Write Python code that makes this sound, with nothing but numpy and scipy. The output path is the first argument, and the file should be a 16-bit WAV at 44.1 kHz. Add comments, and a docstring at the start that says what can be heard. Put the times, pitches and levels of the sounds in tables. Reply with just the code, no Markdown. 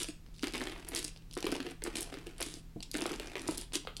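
"""Small dice drop into a thin plastic dish, scooped up by hand and let fall three times over.
Each landing clacks on the plastic, buzzes the wall and thumps the bottom like a small drum;
die against die gives a short bright click. Between the clear hits the dice tumble in the dish
or jostle and tick in the fist, and the hand bumps the dish with a soft knock.
Behind them is a quiet furnished room with a low rumble, faint hiss and hum."""
import sys
import numpy as np
from scipy import signal
from scipy.fft import rfft, irfft, next_fast_len
from scipy.io import wavfile
from scipy.ndimage import map_coordinates

SR = 44100
rng = np.random.default_rng(int(sys.argv[2]) if len(sys.argv) > 2 else 0)


def pcm_store(signal):
    """Save signal as 16-bit PCM."""
    levels = np.round(np.clip(np.atleast_2d(signal), -1, 1) * 32767)
    wavfile.write(sys.argv[1], SR, levels.astype(np.int16).T)


N = 176400

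# Cue levels are set ahead of the trims below; an EQ gives only the shape of a spectrum.
# dice landing in the dish: start_s, level_db, tilt_db_per_octave, thump_db, pitch_hz
LANDINGS = [(0.4326, -31, 2.5, -24.5, 295), (0.441, -31, 3, -57, 350), (0.471, -33.5, 2, -32.5, 345),
            (0.5365, -36, 5, -31, 289), (0.5418, -37, 3.5, -47, 315), (0.5496, -32.5, -1.5, -33, 329),
            (0.5544, -33.5, 0.5, -42, 318), (0.6076, -36, 1.5, -32.5, 277), (0.6152, -33, 1, -41, 310),
            (0.579, -35.5, 4, -54, 330), (0.6712, -33.5, 0.5, -37, 353), (0.718, -43, 6, -51, 327),
            (0.722, -39.5, 0.5, -41, 340), (0.7614, -42.5, -4.5, -49, 266), (0.9118, -50, 6, -46, 323),
            (0.9368, -43, 1, -33.5, 322), (0.9412, -39, -0.5, -42, 320), (1.3679, -35, -5, -27, 346),
            (1.3755, -38, 7, -33.5, 315), (1.3864, -40.5, 4.5, -57, 318), (1.4431, -36.5, 1.5, -23.5, 334),
            (1.466, -31, -4, -34, 426), (1.4682, -32, 7, -30, 397), (1.4903, -51, 13, -26, 301),
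            (1.523, -33, 1.5, -22, 314), (1.541, -46, 11, -58, 387), (1.5499, -35.5, -0.5, -42, 375),
            (1.6, -61, -3, -29, 276), (1.6032, -34.5, 0.5, -58, 278), (1.6492, -51, 2, -33.5, 341),
            (1.6658, -36.5, 1.5, -30.5, 342), (1.8209, -40.5, 0.5, -39, 423),
            (1.8627, -34.5, -15.5, -70, 320), (1.8762, -43.5, 2, -28.5, 330), (1.981, -49, 3, -31, 303),
            (2.1252, -39.5, -10, -44, 294), (2.1406, -39, 3, -39, 400), (2.171, -45, -3, -39.5, 300),
            (2.2686, -42, 5, -33.5, 337), (2.4029, -35, -1, -65, 395), (2.4085, -38.5, -10, -44, 410),
            (2.9432, -33.5, 2.5, -30, 350), (2.952, -31.5, 2, -26.5, 288), (2.9828, -39, 7, -43, 303),
            (2.989, -37, 0, -31.5, 310), (3.0127, -33.5, -3.5, -59, 334), (3.0232, -36, -5, -31.5, 313),
            (3.0564, -28, -6, -28, 345), (3.0948, -41, 2, -41, 310), (3.1109, -38.5, -11, -30.5, 325),
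            (3.198, -35, 4, -34.5, 432), (3.355, -31.5, -1.2, -34, 435), (3.3656, -38, -1, -55, 430),
            (3.3703, -38, -3, -38, 402), (3.4872, -30.5, -13.5, -52, 315), (3.8723, -31, -5.5, -35, 408)]
# tone of a die hitting plastic: frequency_hz, level_db
CLACK_EQ = [(200, -26.5), (370, 8), (700, -1), (1300, 3.5), (1800, 5), (2600, 2.5), (3600, 1.5), (5000, -5),
            (6500, -14), (9500, -12), (12000, -21.5), (16000, -36)]
# tone of the buzzing dish wall: frequency_hz, level_db
BUZZ_EQ = [(1200, -30.5), (2300, 0.5), (3200, 1.5), (5500, -24)]
# modes of the dish bottom under a die: pitch_ratio, level_db, t60_s
BOTTOM_MODES = [(.78, -45, 0.069), (1.002, 4, 0.039), (1.327, -8, 0.065), (2.15, -13.5, 0.039)]
# dice striking each other: start_s, level_db, tilt_db_per_octave, thump_db
COLLISIONS = [(0.018, -37, -1, -60), (0.0302, -30, 0, -69), (0.033, -29, 5, -62), (0.044, -33, -4.5, -62),
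              (0.0861, -35, -4.5, -52.5), (0.4815, -35, -5.5, -63), (0.5083, -48, -2, -67),
              (0.5235, -43, -1, -68), (0.558, -38, -2, -60), (0.5668, -37.5, -6, -56),
              (0.5996, -40, -2, -37), (0.6386, -36.5, 0, -61), (0.887, -31.5, 20, -61),
              (0.949, -26.5, 3.5, -41), (0.9597, -29, 0.5, -69), (0.9642, -28.5, -3.5, -64),
              (0.9727, -30, -1, -47), (0.9778, -32, 2, -52), (0.9876, -34, 0, -43),
              (0.9913, -30.5, 3, -42.5), (1.028, -35, -2, -50), (1.0438, -30.5, 7, -53),
              (1.0478, -27.5, 0, -45), (1.0799, -35.5, -2.5, -72), (1.405, -37.5, 3, -45),
              (1.427, -30, -5.5, -54), (1.4544, -36, 1, -62), (1.5175, -31.5, -2.5, -46),
              (1.5541, -30.5, -8.5, -34.5), (1.5649, -36.5, -5, -39), (1.6278, -42, -4, -63),
              (1.7095, -44.5, 7, -45), (1.8384, -27.5, 11, -43), (1.955, -29.5, -5.5, -46),
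              (1.9579, -32.5, 0, -42), (1.969, -28.5, -2, -56), (2.0074, -29.5, 14, -59),
              (2.0178, -35, 12, -53), (2.0245, -37, 4, -50), (2.0289, -31, 4, -61), (2.4071, -31, 11, -66),
              (2.4158, -28.5, -6.5, -52), (2.4255, -29.5, 10, -61), (2.4278, -28, -2, -50),
              (2.463, -38.5, 0.5, -39.5), (2.54, -36, -1, -48), (2.9405, -37.5, 6, -58),
              (2.9647, -35.5, -6, -65), (2.9705, -32.5, 4, -66), (3.0066, -36, 7, -51),
              (3.0199, -29.5, 0, -33), (3.039, -40, 5, -64), (3.064, -31, 2, -54), (3.1174, -36.5, 1, -38),
              (3.1394, -46, 2, -61), (3.16, -40.5, -3, -59), (3.2716, -39.5, -4, -42.5),
              (3.3946, -36.5, -6, -52), (3.418, -38, 2, -68), (3.475, -37, -1, -76),
              (3.4793, -29, 1.5, -61), (3.5105, -33, 7, -51), (3.521, -37, -17, -47), (3.5746, -34, 8, -66),
              (3.5795, -29.5, 8, -43), (3.6129, -35, 2, -61), (3.6203, -41, -9, -68), (3.7331, -40, 1, -43),
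              (3.7417, -38, -8, -73), (3.7463, -39, 6, -46), (3.7541, -24, -0.5, -55),
              (3.756, -27.5, 1.5, -35)]
# tone of die against die: frequency_hz, level_db
CLICK_EQ = [(400, -12), (1500, -14.5), (2400, -2), (3600, -3), (4800, 3.5), (6500, -0.5), (8500, 0.5),
            (10200, -0.5), (12000, -13), (16000, -26)]
# dice tumbling on the plastic: start_s, length_s, level_db, fade_db
TUMBLE_SPELLS = [(.445, 0.052, -38.5, 14), (.54, 0.049, -42, 3), (.61, 0.088, -46, -2.5),
                 (.71, 0.14, -48, 9.5), (.868, 0.028, -54, -12), (.91, 0.044, -46, -2.5),
                 (1.37, 0.057, -49, 22), (1.47, 0.12, -46.5, 2.5), (1.61, 0.11, -53, -5),
                 (1.85, 0.04, -40.5, 5.5), (1.9, .2, -52, -1.5), (2.12, 0.29, -50.5, 9.5),
                 (2.405, .035, -56, -5), (2.945, 0.21, -50, -8), (3.145, 0.2, -50, 0),
                 (3.366, 0.025, -44, 2.5), (3.39, 0.11, -54.5, -12)]
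# tone of the tumbling: frequency_hz, level_db
TUMBLE_EQ = [(150, -39), (230, 7), (315, 14.5), (430, 6), (540, -3.5), (700, 2.5), (1000, -5), (2500, -3.5),
             (3500, -8), (5000, -10.5), (6500, -14.5), (9500, -15.5), (12000, -20), (16000, -51)]
# dice jostling as the fist closes or opens: start_s, length_s, level_db, fade_db
JOSTLE_SPELLS = [(0, 0.033, -38, 3.5), (.04, 0.07, -55, -2), (.848, 0.0017, -47.5, -3),
                 (.96, 0.041, -37.5, 8.5), (1.0, 0.094, -51.5, 1.5), (1.956, 0.033, -45, -6.5),
                 (1.99, 0.056, -50, -0.5), (2.381, 0.0016, -44, 0), (2.408, 0.025, -51.5, -5),
                 (2.44, 0.16, -45, 13), (3.49, 0.068, -50, -3), (3.573, 0.069, -45, 9),
                 (3.734, 0.011, -35.5, 3), (3.747, 0.0087, -36.5, -4), (3.76, 0.019, -36.5, 11)]
# tone of the jostling: frequency_hz, level_db
JOSTLE_EQ = [(200, -6), (330, 16), (600, -8.5), (1500, -4), (2400, -1), (3600, 4.5), (4800, -1), (6500, -3),
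             (8800, 1.5), (10300, -1), (12000, -11.5), (16000, -36)]
# dice shifting in the closed fist: start_s, length_s, level_db, fade_db
SHIFT_SPELLS = [(.342, 0.13, -61, 1.5), (1.163, 0.0113, -59, 1), (1.32, 0.038, -71, 12),
                (2.827, .01, -39, 6.5), (3.978, 0.0043, -52, 0)]
# dice touching in the closed fist: start_s, level_db, tilt_db_per_octave
TICKS = [(0.2633, -53, -12), (0.286, -58.5, -11), (0.394, -44.5, -5), (0.4265, -37, -2), (1.162, -46, -7),
         (1.222, -56, -8), (1.3115, -44.5, -2), (1.3274, -46, -3), (1.3349, -44, 13), (1.3397, -41, -3),
         (1.352, -42, 8), (2.8047, -39.5, -5.5), (2.8263, -40, -1.5), (2.9143, -33, 5), (2.935, -44, -3),
         (3.722, -42.5, -8), (3.8508, -41, -12.5), (3.967, -32.5, -4), (3.9727, -43.5, 25),
         (3.998, -36.5, -9)]
# tone of dice muffled by the fist: frequency_hz, level_db
FIST_EQ = [(400, -13), (1500, -22.5), (2700, -4.5), (3400, -1.5), (4800, 4), (5600, -3), (6500, -6),
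           (9500, -6), (12000, -17), (16000, -61)]
# a die left ringing faintly: start_s, level_db
DIE_PINGS = [(0.087, -54.5), (0.1, -55)]
# modes of that die: pitch_hz, level_db, t60_s
DIE_MODES = [(8060, -1, 0.14), (8290, -5, 0.1), (6720, -4, 0.14), (5230, -2, 0.14), (5480, -6, 0.09),
             (4360, -6, 0.1)]
# the hand bumping the dish: start_s, ring_db, push_db
HAND_KNOCKS = [(.087, -34, -51), (2.266, -41, -50), (2.568, -41, -58), (2.7635, -31.5, -28.5),
               (3.127, -31.5, -50), (3.4875, -23.5, -35)]
# the dull push of the flesh, gone in a few cycles: pitch_hz, level_db, t60_s
PUSH_MODES = [(215, 0, 0.015)]
# modes of the dish under a soft knock: pitch_hz, level_db, t60_s
KNOCKED_DISH_MODES = [(307, 0, 0.055), (450, -8, 0.045), (676, -17, 0.07), (1265, -30, 0.04)]
# reverb time of the room: frequency_hz, t60_s
REVERB_DECAY = [(200, 0.19), (1000, 0.35), (3000, 0.28), (8000, 0.27), (15000, 0.13)]
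# reverb level across the spectrum: frequency_hz, level_db
REVERB_SEND = [(200, -0.5), (330, -11.5), (1000, -7), (3000, -7), (8000, -11), (15000, -10.5)]
# tone of the rumble and hiss: frequency_hz, level_db
ROOM_TONE_EQ = [(15, -7.5), (28, -10), (40, 2.5), (52, -22), (100, -16.5), (170, -20.5), (300, -22),
                (600, -37.5), (1200, -39), (4000, -42.5), (10000, -48.5), (16000, -51)]
# partials of the hum: pitch_hz, level_db
HUM_PARTIALS = [(28, -55.5), (81, -65.5), (120, -66), (162, -62.5)]

# envelope of a hit, a crack over a weaker ring: crack_t60_s, ring_db, ring_t60_s
CLACK_SHAPE, CLICK_SHAPE, TICK_SHAPE = (0.0065, -21, 0.03), (0.0055, -25, 0.018), (0.0053, -38, 0.011)
CLACK_TRIM_DB, BUZZ_TRIM_DB, CLICK_TRIM_DB, TICK_TRIM_DB = -2, -17.5, -4.5, -3.5
LANDING_THUMP_TRIM_DB, CLICK_THUMP_TRIM_DB = 0.5, 3.5
HIT_ATTACK_S, HIT_HEAD_S = 0.00035, 0.0025  # a hit's level is the rms of its head
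ECHO_MIN_S, ECHO_MAX_S, ECHO_SUM_DB = 0.00078, 0.013, -13.5  # off the rim and the furniture
TOP_HZ = 16000


def landings():
    """Each falling die clacks on the plastic, shakes the wall and thumps the bottom."""
    out = np.zeros(N)
    for start_s, db, tilt, thump_db, pitch_hz in LANDINGS:
        add(out, start_s, amp(db + CLACK_TRIM_DB) * hard_hit(CLACK_EQ, tilt, CLACK_SHAPE, snap=2.35))
        add(out, start_s, amp(db + BUZZ_TRIM_DB) * wall_buzz())
        add(out, start_s, amp(thump_db + LANDING_THUMP_TRIM_DB) * bottom_thump(pitch_hz))
    return out


def hard_hit(eq, tilt, shape, snap, echoes=6):
    """One hard contact: a snap, a crack, the short ring of dense modes and a few close echoes."""
    crack_t60_s, ring_db, ring_t60_s = shape
    t = np.arange(SR // 12) / SR
    attack = 1 - np.exp(-t / HIT_ATTACK_S)
    decay = amp(-60 * t / crack_t60_s) + amp(ring_db - 60 * t / ring_t60_s)
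    burst = rng.standard_normal(len(t)) * decay * attack
    burst[round(HIT_ATTACK_S * SR)] += snap
    direct = signal.fftconvolve(burst, eq_impulse(eq, tilt))
    direct /= np.sqrt(np.mean(direct[:round(HIT_HEAD_S * SR)] ** 2))
    delays_s = ECHO_MIN_S + (ECHO_MAX_S - ECHO_MIN_S) * rng.random(echoes) ** 2
    out = direct.copy()
    for delay_s, polarity in zip(delays_s, rng.choice([-1, 1], echoes)):
        add(out, delay_s, polarity * amp(ECHO_SUM_DB) / np.sqrt(echoes) * direct)
    return out


def wall_buzz(t60_s=0.17):
    """Many close modes of the thin plastic wall die away together."""
    t = np.arange(SR // 10) / SR
    burst = rng.standard_normal(len(t)) * amp(-60 * t / t60_s)
    return signal.fftconvolve(burst, eq_impulse(BUZZ_EQ))


def bottom_thump(pitch_hz):
    """The thin bottom of the dish flexes like a small drum."""
    modes = [(pitch_hz * ratio, db, t60_s) for ratio, db, t60_s in BOTTOM_MODES]
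    return ring(modes, attack_s=0.0016, scatter_db=1.5)


def ring(modes, attack_s, scatter_db):
    """A struck body rings in damped sines, their balance fresh on every hit."""
    t = np.arange(SR // 6) / SR
    out = np.zeros(len(t))
    for hz, db, t60_s in modes:
        out += amp(db + scatter_db * rng.normal() - 60 * t / t60_s) * np.sin(2 * np.pi * hz * t)
    return out * (1 - np.exp(-t / attack_s))


def dish_low_cut(x, cutoff_hz=213):
    """The dish is too small to radiate its deepest tones."""
    return signal.sosfilt(signal.butter(2, cutoff_hz, btype="high", fs=SR, output="sos"), x)


def clicks(dish_hz=325, pitch_spread=0.067):
    """Die against die: a bright click, with a little of the blow passed on to the dish."""
    out = np.zeros(N)
    for start_s, db, tilt, thump_db in COLLISIONS:
        add(out, start_s, amp(db + CLICK_TRIM_DB) * hard_hit(CLICK_EQ, tilt, CLICK_SHAPE, snap=1.5))
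        pitch_hz = dish_hz * np.exp(pitch_spread * rng.normal())
        add(out, start_s, amp(thump_db + CLICK_THUMP_TRIM_DB) * bottom_thump(pitch_hz))
    return out


def rattle(spells, eq, hits_per_s, range_db, t60_s):
    """Dice rattle in spells of tiny, unevenly spaced cracks; a negative fade makes a spell swell."""
    out, impulses = np.zeros(N), np.zeros(N + SR)
    decay = amp(-60 * np.arange(SR // 40) / SR / t60_s)
    lateness, strength = rng.random((N // 20, 2)).T
    onsets = ((np.arange(len(lateness)) + lateness) * SR / hits_per_s).astype(int)
    inside = onsets < N
    impulses[onsets[inside]] = amp(range_db * (strength[inside] - 1))
    grit = rng.standard_normal(N + SR)
    for start_s, length_s, db, fade_db in spells:
        first, samples = round(start_s * SR), round(length_s * SR)
        hits = impulses[first:first + samples] * amp(-fade_db * np.linspace(0, 1, samples))
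        hits[0] = 0.4  # every spell opens on a hit
        power = signal.fftconvolve(hits ** 2, decay ** 2)
        spell = np.sqrt(np.abs(power)) * grit[first:first + len(power)]
        add(out, start_s, amp(db - fade_db / 2) * np.sqrt(samples) * spell / np.linalg.norm(spell))
    return signal.fftconvolve(out, eq_impulse(eq))[:N]


def fist_ticks():
    """Carried dice tick against each other, muffled by the fist."""
    out = np.zeros(N)
    for start_s, db, tilt in TICKS:
        add(out, start_s, amp(db + TICK_TRIM_DB) * hard_hit(FIST_EQ, tilt, TICK_SHAPE, snap=1.16))
    return out


def die_pings():
    """One die rings on for a moment, and again as it rebounds."""
    out = np.zeros(N)
    for start_s, db in DIE_PINGS:
        add(out, start_s, amp(db) * ring(DIE_MODES, attack_s=0.00011, scatter_db=4.5))
    return out


def hand_knocks(push_lead_s=0.0029):
    """The hand bumps the dish: a dull push, then the dish's low modes."""
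    out = np.zeros(N)
    for start_s, ring_db, push_db in HAND_KNOCKS:
        push = ring(PUSH_MODES, attack_s=0.0014, scatter_db=2.5)
        add(out, start_s - push_lead_s, amp(push_db) * push)
        add(out, start_s, amp(ring_db) * ring(KNOCKED_DISH_MODES, attack_s=0.0013, scatter_db=2.0))
    return out


def room_reverb(x, predelay_s=0.003, stretches=16):
    """A small furnished room; a fresh tail for each stretch stands for the moving dice and hands."""
    out = np.zeros(N)
    for indices, stretch in zip(np.array_split(np.arange(N), stretches), np.array_split(x, stretches)):
        hz, t, noise = signal.stft(rng.standard_normal(SR // 2), SR, nperseg=256)
        decay = amp(-60 * t / curve_at(REVERB_DECAY, hz)[:, None])
        _, tail = signal.istft(noise * decay, SR, nperseg=256)
        add(out, indices[0] / SR + predelay_s, signal.fftconvolve(stretch, tail / np.linalg.norm(tail)))
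    return filtered(out, lambda hz: amp(curve_at(REVERB_SEND, hz)))


def room_tone(noise_db=-53.5, waver_db=1.5, drift_rad=0.4):
    """A bed of low rumble and faint hiss under a wavering hum."""
    t = np.arange(N) / SR
    hum = np.zeros(N)
    for hz, db in HUM_PARTIALS:
        rms = amp(db + waver_db * wobble(5.55))
        hum += rms * np.sqrt(2) * np.sin(2 * np.pi * hz * t + drift_rad * wobble(4.6))
    noise = filtered(rng.standard_normal(N), lambda hz: amp(curve_at(ROOM_TONE_EQ, hz)))
    return hum + amp(noise_db) * noise / np.sqrt(np.mean(noise ** 2))


def amp(db):
    """Decibels to gain."""
    return 10 ** (np.asarray(db) / 20)


def curve_at(points, hz):
    """Read (frequency_hz, value) points along a log frequency axis."""
    point_hz, values = np.transpose(points)
    return np.interp(np.log(hz + 1), np.log(point_hz + 1), values)


def add(track, start_s, sound):
    """Mix a sound into the track at its cue."""
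    first = max(0, round(start_s * SR))
    track[first:first + len(sound)] += sound[:max(0, len(track) - first)]


def filtered(x, gain_at):
    """Shape x with a gain that depends on frequency."""
    size = next_fast_len(N + SR // 2)
    return irfft(rfft(x, size) * gain_at(np.fft.rfftfreq(size, 1 / SR)), size)[:N]


def eq_impulse(eq, tilt=0, size=2048):
    """Unit-energy impulse response of an EQ, tilted in dB per octave from 900 to 11500 Hz."""
    hz = np.fft.rfftfreq(size, 1 / SR)
    octaves = np.log2(np.clip(hz, 900, 11500))
    cepstrum = irfft(np.log(amp(curve_at(eq, hz) + tilt * octaves)))
    cepstrum[1:size // 2] *= 2  # fold to minimum phase, which keeps attacks sharp
    cepstrum[size // 2 + 1:] = 0
    response = irfft(np.exp(rfft(cepstrum)))
    return response / np.linalg.norm(response)


def wobble(knots_per_s):
    """A smooth random modulation curve."""
    knots = rng.standard_normal(int(N * knots_per_s / SR) + 4)
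    return map_coordinates(knots, [np.arange(N) * knots_per_s / SR])


def scene():
    """Mono mix of dice, dish and hand, with reverb and room tone."""
    tumbling = rattle(TUMBLE_SPELLS, TUMBLE_EQ, hits_per_s=150, range_db=16.5, t60_s=0.026)
    jostling = rattle(JOSTLE_SPELLS, JOSTLE_EQ, hits_per_s=400, range_db=8, t60_s=0.016)
    shifting = rattle(SHIFT_SPELLS, FIST_EQ, hits_per_s=230, range_db=16, t60_s=0.011)
    in_dish = dish_low_cut(landings() + clicks() + tumbling + jostling)
    dice = in_dish + fist_ticks() + die_pings() + hand_knocks() + shifting
    return (dice + room_reverb(dice) + room_tone())[None]


def record(dry):
    """A brick-wall high cut on the whole mix."""
    return filtered(dry[0], lambda hz: hz < TOP_HZ)[None]


dry = scene()
out = record(dry)
pcm_store(out)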